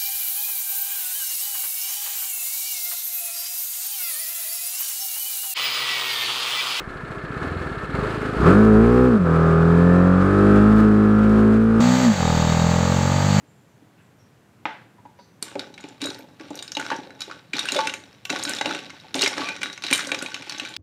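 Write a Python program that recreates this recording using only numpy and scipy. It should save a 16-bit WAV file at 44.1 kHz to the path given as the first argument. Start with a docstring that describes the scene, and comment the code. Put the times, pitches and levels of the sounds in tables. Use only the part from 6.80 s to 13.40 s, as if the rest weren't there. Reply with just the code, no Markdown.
"""A motorcycle engine idles, muffled, then is revved in stabs; at a cut it turns open and sandy.
The muffled part is heard by a microphone in the rider's helmet. The cut goes to an open microphone in
front, which hears separate exhaust beats, valve clatter and sand sprayed by the spinning rear wheel.
One four-stroke cylinder drives it all: pulses make the beats, crank-locked patterns the knocks,
noise the rumble, rattle, ticks and loose hiss, and sine waves the frame shake, drone and gear whine."""
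import sys
import numpy as np
from scipy.fft import rfft, irfft, next_fast_len
from scipy.io import wavfile
from scipy.ndimage import uniform_filter1d, map_coordinates

SR = 44100
rng = np.random.default_rng(int(sys.argv[2]) if len(sys.argv) > 2 else 0)


def to_wav(s):
    """Save 16-bit WAV."""
    ch = np.atleast_2d(s).T  # columns
    pcm = np.round(np.clip(ch, -1, 1) * 32767)  # PCM
    wavfile.write(sys.argv[1], SR, pcm.astype(np.int16))


N = 291060

# Engine speed at each microphone. Each row: time in seconds, firings per second.
HELMET_SPEED = [(0.0, 11.0), (0.2, 12.88), (0.33, 15.07), (0.52, 15.27), (0.64, 20.38), (0.78, 21.64),
                (0.9, 18.39), (1.0, 16.0), (1.1, 17.96), (1.19, 25.35), (1.3, 26.93), (1.55, 26.0),
                (1.6, 31.2), (1.71, 47.2), (1.78, 52.8), (1.85, 54.6), (1.95, 53.1), (2.09, 59.7),
                (2.2, 62.8), (2.28, 63.2), (2.34, 56.4), (2.41, 45.0), (2.48, 40.8), (2.76, 40.6),
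                (3.08, 43.7), (3.37, 45.8), (3.53, 49.5), (3.64, 50.7), (3.79, 51.4), (3.9, 53.24),
                (4.0, 53.76), (4.13, 52.65), (4.3, 52.8), (4.69, 54.07), (4.86, 55.83), (5.0, 56.1)]
FRONT_SPEED = [(5.003, 58.8), (5.08, 61.5), (5.2, 63.7), (5.247, 61.9), (5.345, 48.3), (5.41, 41.2),
               (5.5, 40.66), (5.68, 40.55), (5.843, 41.86), (6.083, 44.4), (6.283, 45.7), (6.505, 49.78),
               (6.6, 50.8)]
# How hard the engine works at each microphone, before throttle stabs are added to clatter and hiss.
# Each row: time in seconds, exhaust beat level in dB, casing clatter level in dB, hiss level in dB.
HELMET_EFFORT = [(0.0, -39.5, -39.5, -51.5), (0.45, -35, -38, -50.5), (0.7, -32.5, -34, -46.5),
                 (1.1, -33.5, -37, -48.5), (1.17, -24, -32, -46), (1.3, -31.5, -31.5, -42),
                 (1.55, -30.5, -32.5, -44), (1.63, -17, -25, -39), (1.8, -24.5, -25, -41),
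                 (1.93, -22.5, -26, -44.5), (2.1, -20.5, -26.5, -42), (2.23, -19.5, -26, -43.5),
                 (2.33, -27, -27.5, -44.5), (2.38, -42.5, -31, -47.5), (2.44, -29, -34.5, -47),
                 (2.46, -30.5, -26.5, -46.5), (2.56, -27.5, -25, -43), (3.39, -25, -26, -44),
                 (3.6, -24, -24.5, -42), (3.78, -22, -24, -40.5), (3.92, -23.5, -26, -42.5),
                 (4.13, -27.5, -30, -46), (4.61, -27, -28.5, -44), (4.87, -29, -34, -48),
                 (5.0, -26.5, -31, -43.5)]
FRONT_EFFORT = [(5.003, -24.5, -29, -27.5), (5.089, -17, -30.5, -28), (5.2, -22.5, -29, -27),
                (5.25, -24, -29, -26.5), (5.3, -27, -34, -31.5), (5.375, -31, -34, -29.5),
                (5.42, -20, -28, -29), (5.7, -21, -29.5, -29), (6.04, -19, -28.5, -30),
                (6.35, -18, -29.5, -29.5), (6.6, -16.5, -30.5, -27.5)]
# Stabs of the throttle that make the metal bark. 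Each row: time in seconds, rise in dB.
THROTTLE_STABS = [(0.625, 3), (1.14, 4.5), (1.668, 8.5), (4.0, 3)]
# Tone colours of exhaust beat, frame boom, casing clatter and hiss at each microphone.
# Each row: frequency in Hz, relative level in dB.
HELMET_BEAT_COLOUR = [(20, -28.5), (42, -10), (55, 0), (80, -9.5), (135, -1.5), (185, -5.5), (260, -10.5),
                      (600, -55.5)]
HELMET_BOOM_COLOUR = [(180, -52.5), (250, -1.5), (330, -3), (365, -2.5), (405, 1), (430, -1), (460, -8.5),
                      (510, -4), (560, -13), (620, -18.5), (800, -49.5)]
HELMET_CASING_COLOUR = [(450, -40.5), (620, -3), (800, -7.5), (950, -8.5), (1100, -4), (1300, 0.5),
                        (1480, -5), (1600, -8), (1750, -8.5), (1900, -21), (2100, -31), (3000, -38)]
HELMET_HISS_COLOUR = [(1060, -28.5), (1800, -16), (1900, -3), (2540, -6.5), (2860, -12), (3490, -14),
                      (4750, -18), (5790, -24), (8180, -23.5), (11400, -32.5), (15700, -49.5)]
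FRONT_BEAT_COLOUR = [(35, -49), (55, -32), (80, -8.5), (165, 2), (210, -1.5), (250, -9.5), (330, -23.5),
                     (500, -32)]
FRONT_BOOM_COLOUR = [(300, -15.5), (400, -10.5), (450, -6.5), (600, -3), (660, -8), (800, -13.5)]
FRONT_CASING_COLOUR = [(600, -22.5), (720, -3), (850, 2.5), (1000, -9), (1230, -1.5), (1450, -24.5),
                       (1900, -18.5), (3000, -39)]
FRONT_HISS_COLOUR = [(900, -6.5), (1500, -1.5), (2800, -9), (3400, -8.5), (4450, -8.5), (4610, -2),
                     (4780, -14), (5300, -15), (6100, -11), (6500, -7), (7550, -9), (8500, -21.5),
                     (8900, -37), (11500, -35), (12000, -28.5), (15700, -33)]
# How the frame passes the crank shake and the piston drone to each microphone.
# Each row: frequency in Hz, level in dB when the beat is at LOADED_DB.
HELMET_SHAKE = [(22, -38), (40, -54), (52, -35), (62, -31), (82, -23), (100, -22), (108, -22), (126, -26)]
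HELMET_DRONE = [(44, -50), (60, -48), (86, -29), (108, -35), (125, -40), (150, -24), (164, -14.5),
                (175, -13), (186, -16), (196, -23), (204, -15), (214, -13), (226, -14.5), (240, -20.5),
                (253, -20.5)]
FRONT_SHAKE = [(80, -27.5), (90, -28), (100, -26.5), (116, -29), (128, -30)]
FRONT_DRONE = [(162, -23.5), (168, -21), (178, -27), (190, -35), (200, -24.5), (212, -14), (232, -13),
               (246, -16.5), (255, -24)]
# Boom over the clatter. The one row: dB at LOADED_RATE, dB per extra firing a second.
HELMET_BOOM_MIX = (5.6, 0.2)
FRONT_BOOM_MIX = (1.1, .01)
# Narrow bands in which the covers of the slow engine ring. Each row: frequency in Hz, relative level in dB.
COVER_RING = [(1100, -35.5), (1330, 0.5), (1500, -7), (1720, 1), (1800, -3), (1950, -20), (2150, -7.5),
              (2500, -36)]
# Resonances of the gear case that let the whine through. Each row: frequency in Hz, gain in dB.
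GEAR_CASE = [(3300, -30), (3720, 0), (3850, -4), (4050, -13), (4300, -18), (4600, -4), (4900, -30)]
# Colour of the slow engine's valve ticks. Each row: frequency in Hz, relative level in dB.
VALVE_TICK = [(1900, -46), (2500, 12), (3600, 4.5), (4400, 8.5), (4900, -16), (6000, -31), (7600, -7),
              (9000, -32), (13000, -40)]

STAB_RISE_S, STAB_FALL_S = 0.017, 0.058  # time constants of a stab
STAB_LOOSENS = .05  # extra share of loose noise per dB of stab
LOADED_DB, LOADED_RATE = -25, 45  # reference beat level in dB and speed in firings per second
SHAKE_FOLLOWS, DRONE_FOLLOWS = 0.62, 0.36  # dB per dB of the beat
DRONE_LAG_S = 0.074  # the drone answers the beat late
COVER_RING_DB = -3  # relative to the casing clatter
GEAR_ORDER = 92  # whine cycles per firing
CUT_S, CUT_FADE_S = 5.003, .001
TOP_HZ = 15750


def amp(db):
    """Turn a level in dB into a gain."""
    return 10 ** (np.asarray(db) / 20)


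def unit(x):
    """Scale a sound to an rms (average strength) of 1."""
    return x / np.sqrt(np.mean(x ** 2) + 1e-20)


def wobble(rate):
    """Draw a smooth random curve with so many knots a second."""
    return map_coordinates(rng.standard_normal(int(N * rate / SR) + 4), [np.arange(N) * rate / SR])


def coloured(x, points):
    """Filter a sound to the drawn colour, with its response only after each input (minimum phase)."""
    size = 2 * next_fast_len(N // 2 + SR // 4)
    hz = np.fft.rfftfreq(size, 1 / SR)
    point_hz, point_db = np.transpose(points)
    gain_db = np.interp(np.log(hz + 1), np.log(point_hz + 1), point_db, right=-90)
    # folding the cepstrum forward in time makes the filter causal
    cepstrum = irfft(np.log(amp(gain_db)), size)
    cepstrum[1:size // 2] *= 2
    cepstrum[size // 2 + 1:] = 0
    return irfft(rfft(x, size) * np.exp(rfft(cepstrum)), size)[:N]


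def columns(rows):
    """Draw each column after the time as a curve with one value per sample."""
    s, *cols = np.transpose(rows)
    return [np.interp(np.arange(N) / SR, s, c) for c in cols]


def stabs():
    """Rise quickly into each throttle stab and fall more slowly after it, in dB."""
    t = np.arange(N) / SR
    return sum(db * np.exp(np.minimum((t - s) / STAB_RISE_S, (s - t) / STAB_FALL_S))
               for s, db in THROTTLE_STABS)


def levels(speed, effort, shake, drone, boom_mix):
    """Work out the firing rate and the level of every layer from engine speed and effort."""
    rate, = columns(speed)
    beat_db, casing_db, hiss_db = columns(effort)
    casing_db, hiss_db = casing_db + stabs(), hiss_db + stabs()
    late_db = np.interp(np.arange(N) - DRONE_LAG_S * SR, np.arange(N), beat_db)
    crank_hz = 2 * rate
    shake_db = np.interp(crank_hz, *np.transpose(shake)) + SHAKE_FOLLOWS * (beat_db - LOADED_DB)
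    drone_db = np.interp(2 * crank_hz, *np.transpose(drone)) + DRONE_FOLLOWS * (late_db - LOADED_DB)
    boom_db = casing_db + boom_mix[0] + boom_mix[1] * (rate - LOADED_RATE)
    return rate, shake_db, drone_db, beat_db, boom_db, casing_db, hiss_db


def firing_pulses(cycles, scatter_db):
    """Place one band-limited pulse of uneven strength at each firing."""
    whole = np.arange(np.ceil(cycles[0]), cycles[-1])
    at = np.interp(whole, cycles, np.arange(N))
    near = np.floor(at)[:, None] + np.arange(-7, 9)
    gap = near - at[:, None]
    size = amp(scatter_db * rng.standard_normal((len(at), 1)))
    # a windowed sinc lets a pulse fall between two samples
    shape = size * np.sinc(gap) * np.cos(gap * np.pi / 16) ** 2
    return np.bincount(np.clip(near, 0, N - 1).astype(int).ravel(), shape.ravel(), N)


def exhaust_beats(cycles, rate, colour):
    """Shape each firing pulse into a beat; dividing by root speed makes rarer beats stronger."""
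    return -unit(coloured(firing_pulses(cycles, 0.39) / np.sqrt(rate), colour))


def in_step(exhaust, cycles, order):
    """Find one multiple of the firing rate in the beats: its complex wave, and the same at rms 1."""
    turn = np.exp(2j * np.pi * order * cycles)
    mean = uniform_filter1d(exhaust / turn, size=SR // 6)
    return 2 * turn * mean, np.sqrt(2) * turn * mean / np.abs(mean)


def beats_and_shake(exhaust, rumble, cycles, beat_db, shake_db, drone_db, octave_db):
    """Swap two orders of the beats for ones that follow the crank's shaking forces instead."""
    # the crank turns twice a firing cycle; the piston's force peaks at twice that
    second, shake = in_step(exhaust, cycles, 2)
    fourth, drone = in_step(exhaust, cycles, 4)
    _, octave = in_step(exhaust, cycles, 8)
    orders = amp(shake_db) * shake + amp(drone_db) * (drone + amp(octave_db) * octave)
    return amp(beat_db) * (exhaust - np.real(second + fourth) + rumble) + np.real(orders)


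def pipe_rumble(colour, slow):
    """Let gas rumble on in the pipe between beats, as noise in the exhaust's colour."""
    return (0.49 + slow) * amp(-11) * unit(coloured(rng.standard_normal(N), colour))


def throb(cycles, place, sharp):
    """Swell once a firing cycle, at a place (0-1) in the cycle."""
    return np.exp(sharp * (np.cos(2 * np.pi * (cycles - place)) - 1))


def repeating(cycles, spread, drift, even_db, uneven_db, count=200):
    """Knock in step with the crank: a sum of firing-rate orders whose phases wander slowly."""
    knots = 4 * N // SR + 4  # about four fresh patterns a second, blended smoothly
    order = np.arange(count + 1)
    # spread in radians: small gives one blow, large spreads the sound over the cycle
    phase = spread * rng.standard_normal(count + 1) + drift * rng.standard_normal((knots, count + 1))
    size_db = uneven_db * rng.standard_normal((knots, count + 1)) + even_db * (order % 2 == 0)
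    size = amp(size_db) * (order > 0)
    table = irfft(size * np.exp(1j * phase), 4 * count)
    where = [np.linspace(1, knots - 2, N), cycles % 1 * 4 * count]
    return map_coordinates(table, where, mode="grid-wrap")


def metal_or_hiss(knock, noise, colour, loose, slow):
    """Blend knocks locked to the crank with free noise; a slow or stabbed engine is looser."""
    locked = unit(coloured(knock, colour))
    free = unit(coloured(noise, colour))
    share = np.minimum(loose + slow * (.85 - loose) + STAB_LOOSENS * np.abs(stabs()), .85)
    return np.sqrt(1 - share) * locked + np.sqrt(share) * free


def ringing_covers(rattle, slow):
    """Ring the slow engine's covers by passing throbbing noise through narrow bands."""
    return slow * unit(coloured(rattle * rng.standard_normal(N), COVER_RING))


def gear_whine(cycles, whine_db):
    """Whine as meshing gear teeth do: an unsteady sine at a high order, through the gear case."""
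    level = amp(whine_db + 2.6 * wobble(25))
    tone = np.sin(2 * np.pi * GEAR_ORDER * cycles + 2.6 * wobble(80))
    return coloured(level * tone, GEAR_CASE)


def sudden_bursts(cycles, rate, place, decay_s):
    """Start abruptly at a place (0-1) in each cycle and die away with time constant decay_s."""
    return np.exp(-((cycles - place) % 1) / (rate * decay_s))


def valve_ticks(cycles, rate, place, slow):
    """Tick twice a cycle with short bursts of bright noise while the engine is slow."""
    bursts = sudden_bursts(cycles, rate, place - .05, 0.016)
    bursts = bursts + 0.42 * sudden_bursts(cycles, rate, place + 0.41, 0.013)
    return amp(0.5) * slow * unit(coloured(bursts * rng.standard_normal(N), VALVE_TICK))


def engine(controls, colours, firing_s, place, spread, drift, even_db, octave_db, whine_db,
           flutter_db, casing_loose, uneven_db):
    """Add up every sound of the engine, all timed by one count of firing cycles."""
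    rate, shake_db, drone_db, beat_db, boom_db, casing_db, hiss_db = controls
    beat, boom, casing, hiss = colours
    cycles = np.cumsum(rate) / SR
    # line up one firing with firing_s; 1000 keeps the count positive
    cycles = cycles - np.interp(firing_s * SR, np.arange(N), cycles) + 1000
    slow = np.interp(rate, [17, 38], [1, 0])  # 1 for a slow engine, 0 for a fast one
    exhaust = exhaust_beats(cycles, rate, beat)
    rumble = pipe_rumble(beat, slow)
    layers = beats_and_shake(exhaust, rumble, cycles, beat_db, shake_db, drone_db, octave_db)

    # valve closing and combustion each rattle the metal
    rattle = .5 + throb(cycles, place, 0.56) + .5 * throb(cycles, place + .5, 0.96)
    flutter = amp(flutter_db * (wobble(11) + wobble(22) + 2.0 * wobble(70)))
    # each row: level, colour, share of loose noise, phase spread in radians
    for db, colour, loose, blur in (
            (boom_db, boom, .05, spread),
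            (casing_db, casing, casing_loose, spread),
            (hiss_db, hiss, .65, np.pi)):
        knock = repeating(cycles - place, blur, drift, even_db, uneven_db) * np.sqrt(rate)
        noise = rattle * flutter * rng.standard_normal(N)
        layers = layers + amp(db) * metal_or_hiss(knock, noise, colour, loose, slow)

    layers = layers + amp(casing_db + COVER_RING_DB) * ringing_covers(rattle, slow)
    whine = gear_whine(cycles, whine_db)  # whine_db is relative to the hiss level
    return layers + amp(hiss_db) * (whine + valve_ticks(cycles, rate, place, slow))


def scene():
    """Play the helmet microphone until the cut and the open front one after it."""
    helmet = engine(
        levels(HELMET_SPEED, HELMET_EFFORT, HELMET_SHAKE, HELMET_DRONE, HELMET_BOOM_MIX),
        (HELMET_BEAT_COLOUR, HELMET_BOOM_COLOUR, HELMET_CASING_COLOUR, HELMET_HISS_COLOUR),
        firing_s=.234, place=.22, spread=3.28, drift=0.57, even_db=3.4, octave_db=-16.5,
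        whine_db=-30, flutter_db=0.61, casing_loose=.2, uneven_db=3)
    front = engine(
        levels(FRONT_SPEED, FRONT_EFFORT, FRONT_SHAKE, FRONT_DRONE, FRONT_BOOM_MIX),
        (FRONT_BEAT_COLOUR, FRONT_BOOM_COLOUR, FRONT_CASING_COLOUR, FRONT_HISS_COLOUR),
        firing_s=5.6185, place=.3, spread=.55, drift=.4, even_db=0.086, octave_db=-42,
        whine_db=-9, flutter_db=0.28, casing_loose=.08, uneven_db=1.5)
    after = np.clip((np.arange(N) / SR - CUT_S) / CUT_FADE_S, 0, 1)
    return (after * front + (1 - after) * helmet)[None]


def record(dry):
    """Round off the highest peaks and keep nothing from the band limit up."""
    soft = dry / (1 + np.abs(dry / .75) ** 6) ** (1 / 6)
    keep = np.fft.rfftfreq(2 * N, 1 / SR) < TOP_HZ
    return irfft(rfft(soft, 2 * N) * keep, 2 * N)[:, :N]


dry = scene()
out = record(dry)
to_wav(out)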